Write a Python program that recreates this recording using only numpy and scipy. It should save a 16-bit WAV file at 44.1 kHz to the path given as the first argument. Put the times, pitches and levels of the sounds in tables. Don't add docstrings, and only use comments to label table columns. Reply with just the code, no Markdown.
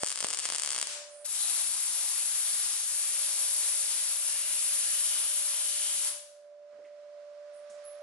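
import sys
import numpy as np
from scipy import signal
from scipy.fft import rfft, irfft, next_fast_len
from scipy.io import wavfile

SR = 44100
rng = np.random.default_rng(int(sys.argv[2]) if len(sys.argv) > 2 else 0)


def to_wav(sig):
    pcm = np.clip(np.atleast_2d(sig), -1, 1) * 32767
    pcm = np.round(pcm).astype(np.int16)
    wavfile.write(sys.argv[1], SR, pcm.T)


def field_ratio(decibels):
    return 10 ** (np.asarray(decibels, dtype=float) / 20)


N = 353682
TIME = np.arange(N) / SR
SIZE = next_fast_len(N + SR)
HZ = np.maximum(np.arange(SIZE // 2 + 1) * SR / SIZE, 1)

# start_s, crack_peak_db, pop_above_crack_db (bigger drop, louder pop)
SPUTTER = [(.03415, -9, -8), (.04565, -14, -31), (.06317, -11, -37), (.07059, -13, -38), (.07531, -14, -39),
           (.08567, -13, -50), (.09594, -14, -46), (.10392, -12, -39), (.11687, -12, -31),
           (.12556, -12, -43), (.15789, -11, -37), (.17519, -14, -29), (.18907, -14, -45),
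           (.20515, -12, -27), (.20973, -12, -43), (.22739, -12, -20), (.24005, -12, -42),
           (.24515, -9, -13), (.24998, -16, -32), (.26837, -13, -38), (.28626, -11, -45),
           (.30447, -12, -39), (.31002, -15, -22), (.33032, -11, -33), (.33617, -12, -35),
           (.34653, -13, -37), (.37283, -14, -33), (.3893, -12, -42), (.39435, -12, -39), (.4007, -14, -42)]
# start_s, crack_peak_db, pop_above_crack_db
STEADY = [(.45447, -8, -26), (.46007, -13, -36), (.48914, -12, -28), (.50127, -11, -25), (.52288, -11, -23),
          (.53535, -13, -32), (.54825, -12, -31), (.55444, -13, -33), (.56102, -12, -35),
          (.58363, -11, -41), (.59757, -11, -39), (.62068, -12, -38), (.63463, -9, -35), (.64812, -13, -30),
          (.661, -12, -30), (.67517, -12, -28), (.69095, -12, -36), (.70526, -10, -35), (.71714, -12, -30),
          (.72454, -13, -43), (.73184, -12, -37), (.74757, -11, -34), (.75481, -15, -31),
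          (.76281, -10, -30), (.77984, -12, -24), (.78717, -11, -33), (.79941, -14, -32), (.81426, -9, -35),
          (.8273, -9, -28), (.87122, -13, -36)]
# time_s, level_db
SIZZLE = [(0, -40), (.05, -38.5), (.14, -51), (.25, -47), (.41, -46), (.435, -33.5), (.47, -41), (.6, -47),
          (.82, -49)]
# pitch_hz, width_hz, left_gain, right_gain
CRACK_RESONANCES = [(1250, 900, -.3, -.45), (1850, 600, -1.1, -.5), (2700, 1900, -.85, -.8),
                    (4100, 1100, -.9, -.6), (6240, 600, 1.9, .3), (7900, 1650, 5.6, -.25),
                    (9600, 2100, -2.5, 2.5)]
# delay_ms, left_gain, right_gain
CRACK_ECHOES = [(.5, -.35, -.35), (.75, -.05, -.26), (1.13, 0, -.3), (1.51, -.04, .17), (1.84, .22, .16),
                (2.28, -.1, .05), (6.9, .1, .06)]

# pitch_hz, level_db, settling_change_db
WHINE = [(220, -92, -4), (405, -79, -7), (586.6, -48, 0.0), (673, -69, 0.0), (764, -83.5, -4),
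         (1002, -83, 0), (1166, -89, 13), (1216, -90.5, 6)]
# pitch_hz, density_db
FAN_AIR = [(24, -81), (40, -54), (112, -67.5), (212, -40), (309, -46), (391, -34), (450, -42.5), (518, -25),
           (583, -14.5), (737, -32.5), (890, -32.5), (1460, -27), (3090, -34.5), (5560, -34.5),
           (11000, -48.5), (14300, -93), (22000, -120)]
# pitch_hz, left_minus_right_db
FAN_BALANCE = [(60, 5.5), (110, -7.5), (190, 3), (350, -2.5), (630, -4.5), (1130, -11.5), (2020, -5),
               (3640, -5.5), (6540, -2), (11800, -3)]
# time_s, level_db
AIR_SWELL = [(0, 6), (6.3, 2.5), (6.65, -3), (6.75, 0), (8.02, 3)]
# middle_s, length_s, lift_db
TONE_SWELL = (3.42, .35, 4.5)

# start_s, peak_db, pitch_hz, width_hz
BUMPS = [(.83, -48, 300, 110), (.88, -56, 300, 110), (6.1, -69, 300, 350), (6.72, -62, 1230, 1200),
         (6.724, -58, 303, 486), (6.755, -72, 140, 201), (6.781, -67, 200, 270), (6.775, -49, 490, 200),
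         (6.83, -63, 330, 300), (7.52, -75, 250, 300), (7.69, -69, 220, 300)]
# start_s, peak_db, pitch_hz, width_hz, t60_s
LEAKS = [
    (1.06, -42, 9400, 2160, .81),
    (7.52, -57, 9700, 2520, 0.34),
    (7.83, -43.5, 10880, 350, 0.34),
]
# start_s, peak_db, pitch_hz, width_hz, t60_s
TICKS = [
    (6.84, -62, 1980, 400, 0.27),
    (6.845, -67, 2680, 900, .25),
    (6.85, -72, 6800, 5000, .21),
    (7.696, -52.5, 5500, 9050, .053),
    (7.699, -60, 6481, 6480, .42),
]

# time_s, level_db, turned_away (0-1)
JET = [(1.257, -31.5, 0.01), (1.272, -36.5, 0), (1.33, -33, 0), (1.42, -32, 0.2), (1.7, -33, 0.2),
       (2.2, -32.5, .4), (2.6, -32.5, 0.6), (3, -32, .6), (3.6, -32, 0.5), (4.2, -33, 0.5),
       (4.7, -31.5, 0.8), (5.04, -31, .7), (5.2, -32, 0.6), (5.8, -32, .7), (6.08, -32, .7)]
# pitch_hz, level_db
JET_COLOUR = [(30, -72), (80, -56), (300, -40), (700, -22.5), (1200, -18.5), (2000, -17), (2900, -14),
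              (5000, -8.5), (7000, -5), (8500, -2.5), (9500, -1), (10300, 3), (10900, 4), (13000, 2)]
# pitch_hz, left_minus_right_db
JET_BALANCE = [(100, -9), (350, 4), (1100, 4), (2000, 1), (3600, 6), (6500, 6), (9000, 6), (10200, 2.5),
               (10900, 7.5)]
# pitch_hz, left_lead_rad
JET_LEAD = [(100, -.5), (1200, 0.0), (2200, .4), (3200, 1.7), (6500, 2.0), (9400, 2.0), (10700, 2.6),
            (12000, 2.8)]
# middle_s, length_s, pitch_hz, width_hz, level_db
EDGE_TONES = [(1.42, .06, 4000, 300, -46), (1.57, .04, 4400, 300, -48), (2.45, .08, 4100, 250, -55),
              (5.02, .04, 10300, 900, -38), (4.55, .3, 2800, 160, -55), (5.15, .35, 2950, 260, -53),
              (5.85, .3, 2950, 260, -51)]

# pitch_hz, send_db
ROOM_SEND = [(200, -10), (600, 1), (3000, 2.5), (8000, -2.5), (11000, 0)]
# pitch_hz, t60_s
ROOM_T60 = [(200, 0.34), (450, 0.43), (1000, 0.52), (3000, 0.48), (6000, 0.5), (11000, 0.37)]
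# start_s, end_s, depth_db, creep_db_per_s, release_s
DUCKS = [
    (-.1, 0, 22, 0, .018),
    (.034, .87, 28, 8, .055),
    (1.245, 6, 24.5, 1.5, 0.25),
]


def rms_one(x):
    return x / np.sqrt(np.mean(x ** 2) + 1e-20)


def in_time(rows):
    s, *columns = np.transpose(rows)
    return [np.interp(TIME, s, column) for column in columns]


def at_hz(points, hz):
    point_hz, value = np.array(points).T
    return np.interp(np.log(hz), np.log(point_hz), value)


def shaped(x, response):
    return irfft(rfft(x, SIZE) * response, SIZE)[..., :N]


def late(ms):
    return np.exp(-2j * np.pi * HZ * ms / 1000)


def resonate(x, hz, width_hz):
    r = np.exp(-np.pi * width_hz / SR)
    poles = [1, -2 * r * np.cos(2 * np.pi * hz / SR), r * r]
    return signal.lfilter([(1 - r * r) / 2, 0, (r * r - 1) / 2], poles, x)


def band_pass(x, low, high):
    return signal.sosfilt(signal.butter(2, [low, high], "band", fs=SR, output="sos"), x)


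def drift(rate):
    r = np.exp(-80 * np.pi * rate / SR)
    slow = signal.lfilter([1], [1, -2 * r, r * r], rng.standard_normal(N // 40 + 2002))[2000:]
    return np.interp(np.arange(N) / 40, np.arange(len(slow)), rms_one(slow))


def ports(x, balance, lead):
    half = field_ratio(at_hz(balance, HZ) / 2) * np.exp(.5j * lead)
    return shaped(x, np.array([half, 1 / half]))


def burst(start, rise, t60, hz, width_hz):
    t = np.arange(SR // 2) / SR
    noise = resonate(resonate(rng.standard_normal(len(t)), hz, width_hz), hz, width_hz)
    swell = 1 - np.exp(-(t / rise) ** 2)
    fade_out = np.minimum((.5 - t) / .1, 1)
    out, at = np.zeros(N + len(t)), round(start * SR)
    out[at:at + len(t)] = rms_one(noise) * swell * field_ratio(-60 * t / t60) * fade_out
    return out[:N]


def gain_ride():
    rest_db, duck_s, slow_release_s = 4, .03, 1.4
    gain_db = rest_db
    for start, end, depth_db, creep, release in DUCKS:
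        held_db = depth_db - creep * (np.clip(TIME, start, end) - start)
        since = np.maximum(TIME - end, 0)
        slow = np.clip(0.57 * (1 - np.exp(-(end - start) / 0.99)), 0, 1)
        left = (1 - slow) * np.exp(-since / release) + slow * np.exp(-since / slow_release_s)
        gain_db = gain_db - held_db * np.clip((TIME - start) / duck_s, 0, 1) * left
    return gain_db


def shorts():
    touch_share, touch_db, touch_pop_db = .75, -24, -32
    touch_lead_s = (.003, .009)
    restrike_s, stub_step_s, stub_db, stub_pop_db = .4545, .004, -23.5, -36
    s, crack_db, pop_db = np.transpose(SPUTTER + STEADY)
    luck = rng.random((len(s), 3))
    grazed = luck[:, 0] < touch_share
    touches = (s - np.interp(luck[:, 1], [0, 1], touch_lead_s))[grazed]
    touch_crack_db = touch_db + 6 * (luck[grazed, 0] - .4)
    touch_pops_db = touch_pop_db + 10 * (luck[grazed, 2] - .5)
    stubs = restrike_s - stub_step_s * np.arange(1, 7)
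    crack_db = np.r_[crack_db, touch_crack_db, np.full(len(stubs), stub_db)]
    pop_db = np.r_[pop_db, touch_pops_db, np.full(len(stubs), stub_pop_db)]
    body_db = -16.5 + 0.41 * (pop_db + 33)
    return np.r_[s, touches, stubs], crack_db, body_db, pop_db


def arc(gain_db):
    s, crack_db, body_db, pop_db = shorts()
    at = np.round(s * SR).astype(int)
    crack_db = crack_db - gain_db[at]
    pops = np.zeros(N)
    pops[at] = field_ratio(crack_db + 1.06 * pop_db + 27.5)

    spit_size = field_ratio(4.0 * np.minimum(rng.exponential(1, N), 5))
    spits = (rng.random(N) < 9000 / SR) * spit_size * rng.choice([-1, 1], N)
    sizzle = rms_one(spits) * field_ratio(in_time(SIZZLE)[0] - gain_db - 5) * (TIME < .88)

    shades_db = 1.2 * rng.normal(0, 1, (len(at), len(CRACK_RESONANCES)))
    crack = 0
    for k, (hz, width_hz, left, right) in enumerate(CRACK_RESONANCES):
        clicks = sizzle.copy()
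        big_db = (np.minimum(body_db, -13.5) + 17.5) * np.clip((3800 - hz) / 2600, 0, 1)
        clicks[at] += field_ratio(crack_db + big_db + 1.3 + shades_db[:, k])
        crack = crack + resonate(clicks, hz, width_hz) * [[left], [right]]
    bounce = 1 + sum(np.array([[left], [right]]) * late(ms) for ms, left, right in CRACK_ECHOES)
    crack = shaped(crack, bounce * np.array([late(-.072), late(-.01)]))

    pop = shaped(resonate(pops, 515, 320), late(.2))
    thud = field_ratio(-6) * resonate(pops, 200, 330)
    return crack + thud + ports(pop, [(100, -6.0), (1000, -9.0)], -2.37)


def fan():
    waver = np.cumsum(1 + 0.000652 * drift(0.46) + .0012 * drift(14.5)) / SR
    settled = np.clip((TIME - 6.5) / 1.07, 0, 1)
    tones = 0
    for hz, level_db, change_db in WHINE:
        tone_db = level_db + change_db * settled + 3 + 0.59 * drift(5.9)
        tones = tones + field_ratio(tone_db) * np.sin(2 * np.pi * hz * waver)
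    s, length, swell_db = TONE_SWELL
    tones = tones * field_ratio(swell_db * np.exp(-((TIME - s) / length) ** 2))
    skirt = field_ratio(-70) * rms_one(resonate(resonate(rng.standard_normal(N), 592, 120), 592, 120))

    shared, left, right = shaped(rng.standard_normal((3, N)), field_ratio(at_hz(FAN_AIR, HZ)))
    apart = 1 / (1 + (1400 / HZ) ** 2)
    air = shaped(shared, np.sqrt(1 - apart)) + shaped(np.array([left, right]), np.sqrt(apart))
    air = shaped(air, field_ratio(at_hz(FAN_BALANCE, HZ) * [[.5], [-.5]]))
    air = field_ratio(-64.5) * rms_one(air) * field_ratio(in_time(AIR_SWELL)[0] + .8 * drift(2.7))
    return ports(tones + skirt, FAN_BALANCE, -0.25) + air


def body_bumps():
    return sum(field_ratio(peak_db) * burst(s, 0.011, 0.18, hz, width_hz) for s, peak_db, hz, width_hz in BUMPS)


def trigger_leaks():
    return sum(field_ratio(peak_db) * burst(s, .11 * t60, t60, hz, width_hz)
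               for s, peak_db, hz, width_hz, t60 in LEAKS)


def air_gun(gain_db):
    on_s, open_s, off_s, shut_s = 1.243, 0.016, 6.104, 0.023
    treble_db, away = in_time(JET)
    wobble_db = .6 * drift(7.1)
    middle_db = 0.5 * away + wobble_db
    bass_db = -14 * away + 2.25 * wobble_db
    white, together, bands = rng.standard_normal((2, N)), drift(22), 0
    edges = 35 * 2 ** np.arange(0, 9.1, .5)
    for k, (low, high) in enumerate(zip(edges, edges[1:])):
        band = band_pass(white[k % 2], low, high)
        middle = np.interp(np.log2(low), np.log2([400, 1200, 4000, 7000]), [0, 1, 1, 0])
        bass = np.interp(np.log2(low), np.log2([400, 1200]), [1, 0])
        aim_db = middle * (middle_db - middle_db.mean()) + bass * (bass_db - bass_db.mean())
        flutter_db = .5 * together + 0.56 * drift(2.4) + 1.13 * drift(58)
        bands = bands + band * field_ratio(flutter_db + aim_db)
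    jet = rms_one(shaped(bands, field_ratio(at_hz(JET_COLOUR, HZ)))) * field_ratio(treble_db + 5.0)
    for s, length, hz, width_hz, level_db in EDGE_TONES:
        tone = rms_one(resonate(resonate(white[0], hz, width_hz), hz, width_hz))
        jet = jet + field_ratio(level_db) * tone * np.exp(-((TIME - s) / length) ** 2)
    trigger = np.clip((TIME - on_s) / open_s, 0, 1) * np.clip((off_s - TIME) / shut_s, 0, 1)
    return jet * trigger * field_ratio(-gain_db)


def torch_ticks():
    return sum(field_ratio(peak_db) * burst(s, 0.0032, t60, hz, width_hz)
               for s, peak_db, hz, width_hz, t60 in TICKS)


def workshop(x):
    white, tail = rng.standard_normal((2, 3, N)), 0
    edges = 177 * 2 ** (np.arange(20) / 3)
    build = np.exp(-1 / (0.0046 * SR))
    for k, (low, high) in enumerate(zip(edges, edges[1:])):
        keep = field_ratio(-120 / (at_hz(ROOM_T60, np.sqrt(low * high)) * SR))
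        energy = signal.lfilter([1 - keep], [1, -keep], band_pass(x, low, high) ** 2)
        energy = signal.lfilter([1 - build], [1, -build], energy)
        shared, *own = rms_one(band_pass(white[k % 2], low, high))
        apart = 1 / (1 + (700 / low) ** 2)
        noise = np.sqrt(1 - apart) * shared + np.sqrt(apart) * np.array(own)
        tail = tail + np.sqrt(energy) * noise
    return tail


def scene():
    gain_db = gain_ride()
    welding, jet = arc(gain_db), air_gun(gain_db)
    handling = body_bumps() + trigger_leaks() + torch_ticks()
    pan_db = -4 * in_time(JET)[-1]
    swing = field_ratio((pan_db - pan_db.mean()) * [[.5], [-.5]])
    jet_ports = swing * ports(jet, JET_BALANCE, at_hz(JET_LEAD, HZ))
    direct = welding + jet_ports + handling * field_ratio([[-1.5], [1.5]])
    sent = field_ratio(-6.5) * welding[0] + jet
    room = workshop(shaped(sent, field_ratio(at_hz(ROOM_SEND, HZ)))) * field_ratio([[1.5], [-1.5]])
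    return direct + room + fan()


def roll_off(x):
    return signal.sosfilt(signal.butter(12, 12360, fs=SR, output="sos"), x)


def record(dry):
    cutoff_hz = 11040
    cut = 1 / (1 + np.minimum(HZ / cutoff_hz, 1.2) ** 900)
    ridden = shaped(dry * field_ratio(gain_ride()), cut)
    bent = ridden - 4 * ridden ** 5
    return roll_off(bent)


dry = scene()
out = record(dry)
to_wav(out)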